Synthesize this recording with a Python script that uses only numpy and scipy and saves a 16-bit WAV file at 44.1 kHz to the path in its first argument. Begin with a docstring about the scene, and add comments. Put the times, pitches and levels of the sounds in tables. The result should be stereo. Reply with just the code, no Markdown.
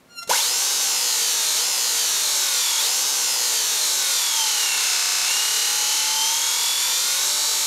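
"""A large brushed electric motor runs without load in a garage while the throttle is opened and closed.
Its brushes scrape over the same rough commutator on every turn, so the hiss is a dense comb of tones at
multiples of the turning rate, gliding with speed. Bar and slot tones stand out above it. At the start the
brushes squeal, the frame is jolted and the brushes bounce; later come sparks, stirred air and a faint
garage noise. Gain control softens the loud parts."""
import sys
import numpy as np
from scipy import signal
from scipy.fft import rfft, irfft, next_fast_len
from scipy.io import wavfile
from scipy.ndimage import uniform_filter1d

SR = 44100
rng = np.random.default_rng(int(sys.argv[2]) if len(sys.argv) > 2 else 0)


def transcribe(u):
    """Save the signal u as a 16-bit wav file named by the first command-line argument.

    u: samples, shape (n,) or (channels, n), limited to [-1, 1]; the rate is SR.
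    q: integer samples, one column per channel.
    """
    v = np.clip(np.atleast_2d(u).T, -1, 1)
    q = np.round(v * 32767).astype(np.int16)
    wavfile.write(sys.argv[1], SR, q)


def attenuation_scalar(level_db):
    """Turn a level in dB into a linear amplitude multiplier (20 dB per decade)."""
    decades = np.asarray(level_db, float) / 20
    return 10 ** decades


N = 337806  # length [samples]

# steady garage noise, shape only: (frequency [Hz], relative density [dB])
GARAGE_COLOUR = [(18, -25), (30, -15), (219, -1), (256, 1.5), (292, -8), (639, -4), (897, -11), (1170, -10),
                 (15500, -27.5)]
# air stirred by the rotor, shape only: (frequency [Hz], relative density [dB])
AIR_COLOUR = [(15, -48), (30, -32), (120, -20.5), (320, -5.5), (500, 2.5), (690, -4), (900, 6), (1500, 0.5),
              (2000, -10)]
# sparks at the brushes: (time [s], peak level of the noise before its filter [dB])
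SPARK_BURSTS = [(.36, -24), (.39, -19), (2.81, -20)]
# broad colour of casing and microphone: (frequency [Hz], gain [dB])
CASING_COLOUR = [(60, -60.5), (200, -51.5), (350, -20.5), (700, -14), (1200, -11), (1950, -13.5),
                 (2300, -13.5), (3200, -7), (5000, -7.5), (7000, -6), (7800, -7), (12500, -10),
                 (14000, -16), (15800, -24)]
# casing resonances: (frequency [Hz], width [Hz], gain [dB])
CASING_RESONANCES = [(506, 25, 8), (900, 45, 9.5), (1470, 44, 4.5), (2186, 190, 5.5), (3820, 130, 2.5),
                     (4180, 340, 4), (4696, 124, 2.5), (5300, 255, 5), (6435, 600, 5), (7365, 89, 6.5),
                     (9330, 190, 4.5), (10300, 1000, -1)]
# twitches before the rotor breaks free: (time [s], peak level [dB], 60 dB rise [s], 60 dB fall [s])
ROTOR_TWITCHES = [(.232, -36.5, .025, .05), (0.275, -35, .004, 0.12), (0.295, -21, 0.0093, 0.051)]
# brush squeal before the rotor breaks free: (time [s], level [dB], share of alternating slips [0-1])
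SQUEAL_COURSE = [(.08, -68, 0), (.108, -50, 0), (.15, -45.5, 0), (.19, -29.5, 0.05), (.212, -37, 0),
                 (.23, -31.5, 0.34), (.245, -44, 0.6), (.27, -45, 0.3), (.295, -36, 0.1)]
# squeal harmonics, from the first upwards: (relative level [dB])
SQUEAL_HARMONICS = [-2.5, -6, -7, -7, -13.5, -15, -15, -23, -22, -33]
# throttle, as the speed that the supply pulls towards: (time [s], speed [turns per s])
THROTTLE_COURSE = [(.254, .2), (.37, 46.91), (.448, 65.32), (.73, 70.34), (.991, 58.6), (1.541, 44.97),
                   (1.573, 60.87), (1.649, 68.93), (1.91, 41.5), (2.75, 35.15), (2.774, 42.67),
                   (2.861, 66.46), (3.096, 70.32), (3.14, 30), (4.205, 42.25), (4.681, 34.43),
                   (4.931, 32.31), (5.235, 32.46), (5.294, 36.05), (5.739, 37.2), (6.174, 39.27),
                   (6.235, 39.96), (6.472, 41.96), (6.791, 43.47), (7.116, 46.32), (7.263, 50.61),
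                   (7.676, 51.28)]
# contact strength of the brushes: (time [s], level [dB])
BRUSH_CONTACT = [(.262, -58.5), (.272, -16), (.29, -25), (.298, -3.5), (.33, -1), (.5, 4.5), (1.55, 3.5),
                 (7.66, 2.5)]
# slots, bars and high spots heard as separate tones: (passes [per turn])
TONES_PER_TURN = (8, 12, 23, 55, 70, 81, 82, 92, 154, 162, 185, 243)
# one row per tone, before contact and torque; the casing modes are those it drives hard:
# (plain level [dB rms], modes: (frequency [Hz], width [Hz], level [dB rms]))
TONE_CASING_MODES = [(-68, [(385, 20, -53.5), (469, 50, -46.5)]), (-61, [(431, 32, -54), (590, 82, -48.5),
                     (813, 140, -47.5)]), (-51, [(893, 69, -33.5), (1076, 40, -45.5), (730, 36, -51),
                     (1535, 80, -43)]), (-77, [(2330, 470, -41), (3112, 160, -36.5), (3820, 91, -30.5)]),
                     (-45.5, [(2780, 73, -44), (3730, 320, -34.5), (4190, 180, -32.5), (4780, 110, -35)]),
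                     (-42.5, [(476, 150, -15), (920, 150, -13.5), (1490, 160, -23.5), (2160, 180, -28),
                     (2790, 240, -29.5), (3130, 140, -29.5), (3430, 290, -32.5), (3780, 340, -33.5),
                     (4150, 93, -30), (4590, 210, -33.5), (4860, 50, -33), (5100, 190, -31),
                     (5500, 100, -42)]), (-44, [(3330, 600, -37.5), (4126, 450, -36.5), (4680, 65, -32),
                     (5330, 400, -37)]), (-50.5, [(3340, 180, -49), (4560, 120, -33), (4960, 150, -42),
                     (6129, 150, -42)]), (-57, [(4851, 280, -37), (6000, 200, -28), (7459, 120, -32),
                     (9170, 300, -38)]), (-46.5, [(5020, 130, -32), (5660, 450, -34), (6600, 200, -33),
                     (7640, 130, -37), (8360, 500, -41), (9000, 250, -38), (10160, 300, -42)]),
                     (-54, [(6800, 220, -33), (7300, 470, -41), (9350, 170, -38), (10400, 500, -45)]),
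                     (-60, [(8650, 610, -38), (12379, 800, -44), (14207, 400, -51)])]
# roughness of the commutator surface: (bumps [per turn], relative height [dB])
COMMUTATOR_ROUGHNESS = [(3, 18.5), (8, -10), (20, -5), (40, 1), (80, 1.5), (120, 1), (200, 0.5),
                        (320, -1.5), (500, -5)]
# bumps that stand out of the roughness or sink below it: (bumps [per turn], height above neighbours [dB])
PROUD_BUMPS = [(9, 3), (14, -4), (15, -5), (22, 1), (24, -4), (28, -5), (29, -6), (31, 1), (32, 4), (35, 2),
               (38, 3), (41, 3), (50, 3), (80, -4), (83, -3), (113, 2), (127, 3), (135, 3), (151, 2),
               (161, 3), (163, 4), (242, 3), (256, 3)]


def in_time(rows):
    """Read the columns of a timed table at every sample."""
    s, *columns = np.transpose(rows)
    return [np.interp(np.arange(N) / SR, s, column) for column in columns]


def along(points, where):
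    """Read a two-column table along a logarithmic axis."""
    at, db = np.transpose(points)
    return np.interp(np.log(np.maximum(where, 1)), np.log(at), db)


def rms_one(x):
    """Scale a sound to unit power."""
    return x / np.sqrt(np.mean(x ** 2))


def wander(rate):
    """Slow random curve: straight lines between random points of spread 1, two points per cycle of rate [Hz]."""
    knots = np.arange(0, N / SR + 1, .5 / rate)
    return np.interp(np.arange(N) / SR, knots, rng.standard_normal(len(knots)))


def hiss(colour):
    """Steady noise of a given colour, at unit power."""
    hz = np.fft.rfftfreq(N, 1 / SR)
    white = rfft(rng.standard_normal(N))
    return rms_one(irfft(white * attenuation_scalar(along(colour, hz)), N))


def garage():
    """The garage gives a faint, steady background noise."""
    return attenuation_scalar(-55) * hiss(GARAGE_COLOUR)


def echoes(x, direct_db, level_db, t60):
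    """Walls return a dying wash that blurs gliding tones."""
    t = np.arange(SR // 2) / SR
    wash = rng.standard_normal(len(t)) * attenuation_scalar(-60 * t / t60) * (t > .006)
    returned = signal.fftconvolve(x, wash / np.linalg.norm(wash))[:N]
    return attenuation_scalar(direct_db) * x + attenuation_scalar(level_db) * returned


def air(speed):
    """The rotor's fan roars low, louder with speed."""
    level_db = -36.5 + 22.6 * np.log10(speed / 50 + 1e-6)  # first number: level at 50 turns per s
    dull = signal.butter(2, 3000, fs=SR, output="sos")
    return attenuation_scalar(level_db) * signal.sosfilt(dull, hiss(AIR_COLOUR))


def sparks():
    """Sparks are short bursts of bright noise that swell and fade around set times."""
    t, envelope = np.arange(N) / SR, 0
    for s, db in SPARK_BURSTS:
        sixty_db_s = np.where(t < s, .025, .06)  # rise, then fall
        envelope = envelope + attenuation_scalar(db - 60 * np.abs(t - s) / sixty_db_s)
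    bright = signal.butter(2, [8000, 14000], "band", fs=SR, output="sos")
    return envelope * signal.sosfilt(bright, rng.standard_normal(N))


def casing(hz):
    """The casing shapes sound by a broad colour and a peak or dip for each resonance."""
    gain = attenuation_scalar(along(CASING_COLOUR, hz)) * (1 + 0j)
    for centre_hz, width_hz, db in CASING_RESONANCES:
        gain = gain * (1 + (attenuation_scalar(db) - 1) / (1 + 2j * (hz - centre_hz) / width_hz))
    return gain


KICK_S = .299  # moment of the torque step [s]


def kick():
    """The torque step jolts the frame: a short noise burst rings the first three casing resonances."""
    t = np.maximum(np.arange(N) / SR - KICK_S, 0)
    burst = rng.standard_normal(N) * np.minimum(t / 0.0023, 1) * attenuation_scalar(-22 - 60 * t / 0.13)
    out = 0
    for hz, width_hz, db in CASING_RESONANCES[:3]:
        r = np.exp(-np.pi * 1.6 * width_hz / SR)  # rings 1.6 times as wide as in the table
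        resonator = [1, -2 * r * np.cos(2 * np.pi * hz / SR), r * r]
        out = out + attenuation_scalar(db + 13.5) * signal.lfilter([1 - r, 0, r - 1], resonator, burst + 1e-18)
    return out


def chatter(pull):
    """Brushes bounce under torque and as the rotor twitches, hissing through the casing without repeating."""
    t = np.arange(N) / SR
    # -24 dB at a pull of 300 turns per s per s, growing 17 dB per tenfold pull
    bouncing = attenuation_scalar(-24 + 17 * np.log10(pull / 300 + 1e-9))
    coasting = attenuation_scalar(-45)
    level = (bouncing + coasting) * (t > KICK_S)
    for s, db, rise_s, fall_s in ROTOR_TWITCHES:
        level = level + attenuation_scalar(db - 60 * np.abs(t - s) / np.where(t < s, rise_s, fall_s))
    white = rfft(rng.standard_normal(N))
    return level * rms_one(irfft(white * casing(np.fft.rfftfreq(N, 1 / SR)), N))


def squeal():
    """Stick and slip gives a harmonic stack; strong and weak slips in turn add half lines."""
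    db, alternate = in_time(SQUEAL_COURSE)
    # the pitch sags as the loudest level so far rises, and never recovers
    gripped_db = uniform_filter1d(np.maximum.accumulate(db), size=900)
    faint_hz, sag_hz_per_tenfold = 1414, 35.4
    hz = faint_hz - sag_hz_per_tenfold * np.maximum(gripped_db + 50.5, 0) / 20
    angle = 2 * np.pi * np.cumsum(hz) / SR
    flutter_db = 4
    stack = 0
    for k, level_db in enumerate(SQUEAL_HARMONICS, start=1):
        stack = stack + attenuation_scalar(level_db + flutter_db * wander(15.8)) * np.sin(k * angle + k * k)
    t = np.arange(N) / SR
    sounding = (t > SQUEAL_COURSE[0][0]) & (t < SQUEAL_COURSE[-1][0])
    return sounding * attenuation_scalar(db) * stack * (1 + alternate * np.sin(angle / 2))


def rotor():
    """The supply pulls the shaft up towards the throttle but cannot brake it; friction and drag slow it."""
    lag_s = .0424
    friction, drag = 13.76, .1674  # [turns per s per s], [share of speed lost per s]
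    step = 88  # samples per step of the motion
    wanted, turns, rows = in_time(THROTTLE_COURSE)[0][::step], 0, []
    for want in wanted:
        pull = max(want - turns, 0) / lag_s
        turns = max(turns + (pull - friction - drag * turns) * step / SR, 0)
        rows.append((turns, pull))
    at = np.arange(N) / step
    return [np.interp(at, np.arange(len(rows)), column) for column in np.transpose(rows)]


def tones(speed):
    """Slots, bars and high spots pass a fixed number of times a turn; each swells as it glides through a mode."""
    angle, out = 2 * np.pi * np.cumsum(speed) / SR, 0
    coarse = np.arange(0, N, 64)  # levels are worked out every 64 samples
    for k, (plain_db, modes) in zip(TONES_PER_TURN, TONE_CASING_MODES):
        hz = k * speed[coarse]
        power = attenuation_scalar(2 * plain_db)
        for mode_hz, width_hz, db in modes:
            power = power + attenuation_scalar(2 * db) / (1 + (2 * (hz - mode_hz) / width_hz) ** 2) ** 2
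        heard = np.sqrt(2 * power) * (hz < 15800)
        out = out + np.interp(np.arange(N), coarse, heard) * np.sin(k * angle + k)
    return out


def scrape(speed, contact, ring_s, uneven_db, oval_db, garage_db, garage_t60, count):
    """Each brush reads its own track of the commutator, alike on every turn, and rings a path of its own."""
    order, steps, size = np.arange(511), 2 ** 15, next_fast_len(N + SR // 2)  # order = bumps per turn
    height_db = along(COMMUTATOR_ROUGHNESS, order) + uneven_db * rng.standard_normal(len(order))
    for k, db in PROUD_BUMPS:
        height_db[k] += db
    height = attenuation_scalar(height_db) * ~np.isin(order, (0, *TONES_PER_TURN))  # tones() plays the left-out ones

    twice = np.arange(2 * N) / 2  # double rate keeps fast high orders from folding down
    angle = np.cumsum(np.interp(twice, np.arange(N), speed)) / (2 * SR) % 1  # in turns
    pressing = np.interp(twice, np.arange(N), contact)
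    out_of_round = irfft(np.exp(2j * np.pi * rng.random(13)) * (order[:13] > 0), steps)
    bearing = attenuation_scalar(oval_db * rms_one(out_of_round))  # some parts of the turn bear harder

    t, total = np.arange(SR // 2) / SR, 0
    for brush in range(count):
        track = bearing * irfft(height * np.exp(2j * np.pi * rng.random(len(order))), steps)
        rub = pressing * np.interp(angle * steps, np.arange(steps), track)
        path = rng.standard_normal(len(t)) * attenuation_scalar(-60 * t / ring_s)
        walls = rng.standard_normal(len(t)) * attenuation_scalar(garage_db - 60 * t / garage_t60)
        walls = signal.lfilter([.35], [1, -.65], walls)  # walls swallow the treble
        # keeping the lower half of the spectrum returns to the normal rate
        total = total + rfft(rub, 2 * size)[:size // 2 + 1] * rfft(path + walls, size)
    return rms_one(irfft(total * casing(np.fft.rfftfreq(size, 1 / SR)), size)[:N])


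def scene():
    """Motor and room, heard through one microphone and sent alike to both channels."""
    speed, pull = rotor()
    contact_db, = in_time(BRUSH_CONTACT)
    contact = attenuation_scalar(contact_db) * (contact_db > BRUSH_CONTACT[0][1])  # silent until the first rise
    pressing = contact * attenuation_scalar(0.49 * wander(8))  # brush springs never press quite evenly
    brushes = scrape(speed, pressing, ring_s=.025, uneven_db=1.5, oval_db=.9,
                     garage_db=-14, garage_t60=.35, count=10)
    torque_db = 6 * np.minimum(pull / 300, 1)  # tones grow with torque, up to 300 turns per s per s
    whine = echoes(contact * attenuation_scalar(torque_db) * tones(speed), direct_db=-2, level_db=-9, t60=.35)
    motor = attenuation_scalar(-20.5) * brushes + whine + air(speed)
    start = squeal() + kick() + chatter(pull)
    return np.tile(motor + start + sparks() + garage(), (2, 1))


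def band_limit(x):
    """A steep low-pass at the top of the band."""
    return signal.sosfilt(signal.butter(12, 15870, fs=SR, output="sos"), x)


def record(dry):
    """Gain control takes off 0.7 dB per dB above its set level, within hundredths of a second; the top is cut."""
    r = np.exp(-1 / (.06 * SR))  # level is averaged over about 0.06 s
    level_db = 10 * np.log10(signal.lfilter([1 - r], [1, -r], dry[0] ** 2) + 1e-12)
    held = dry * attenuation_scalar(-.7 * np.maximum(level_db + 21.5, 0))
    top = signal.ellip(12, .3, 85, 15650, fs=SR, output="sos")
    return band_limit(signal.sosfilt(top, held))


dry = scene()
out = record(dry)
transcribe(out)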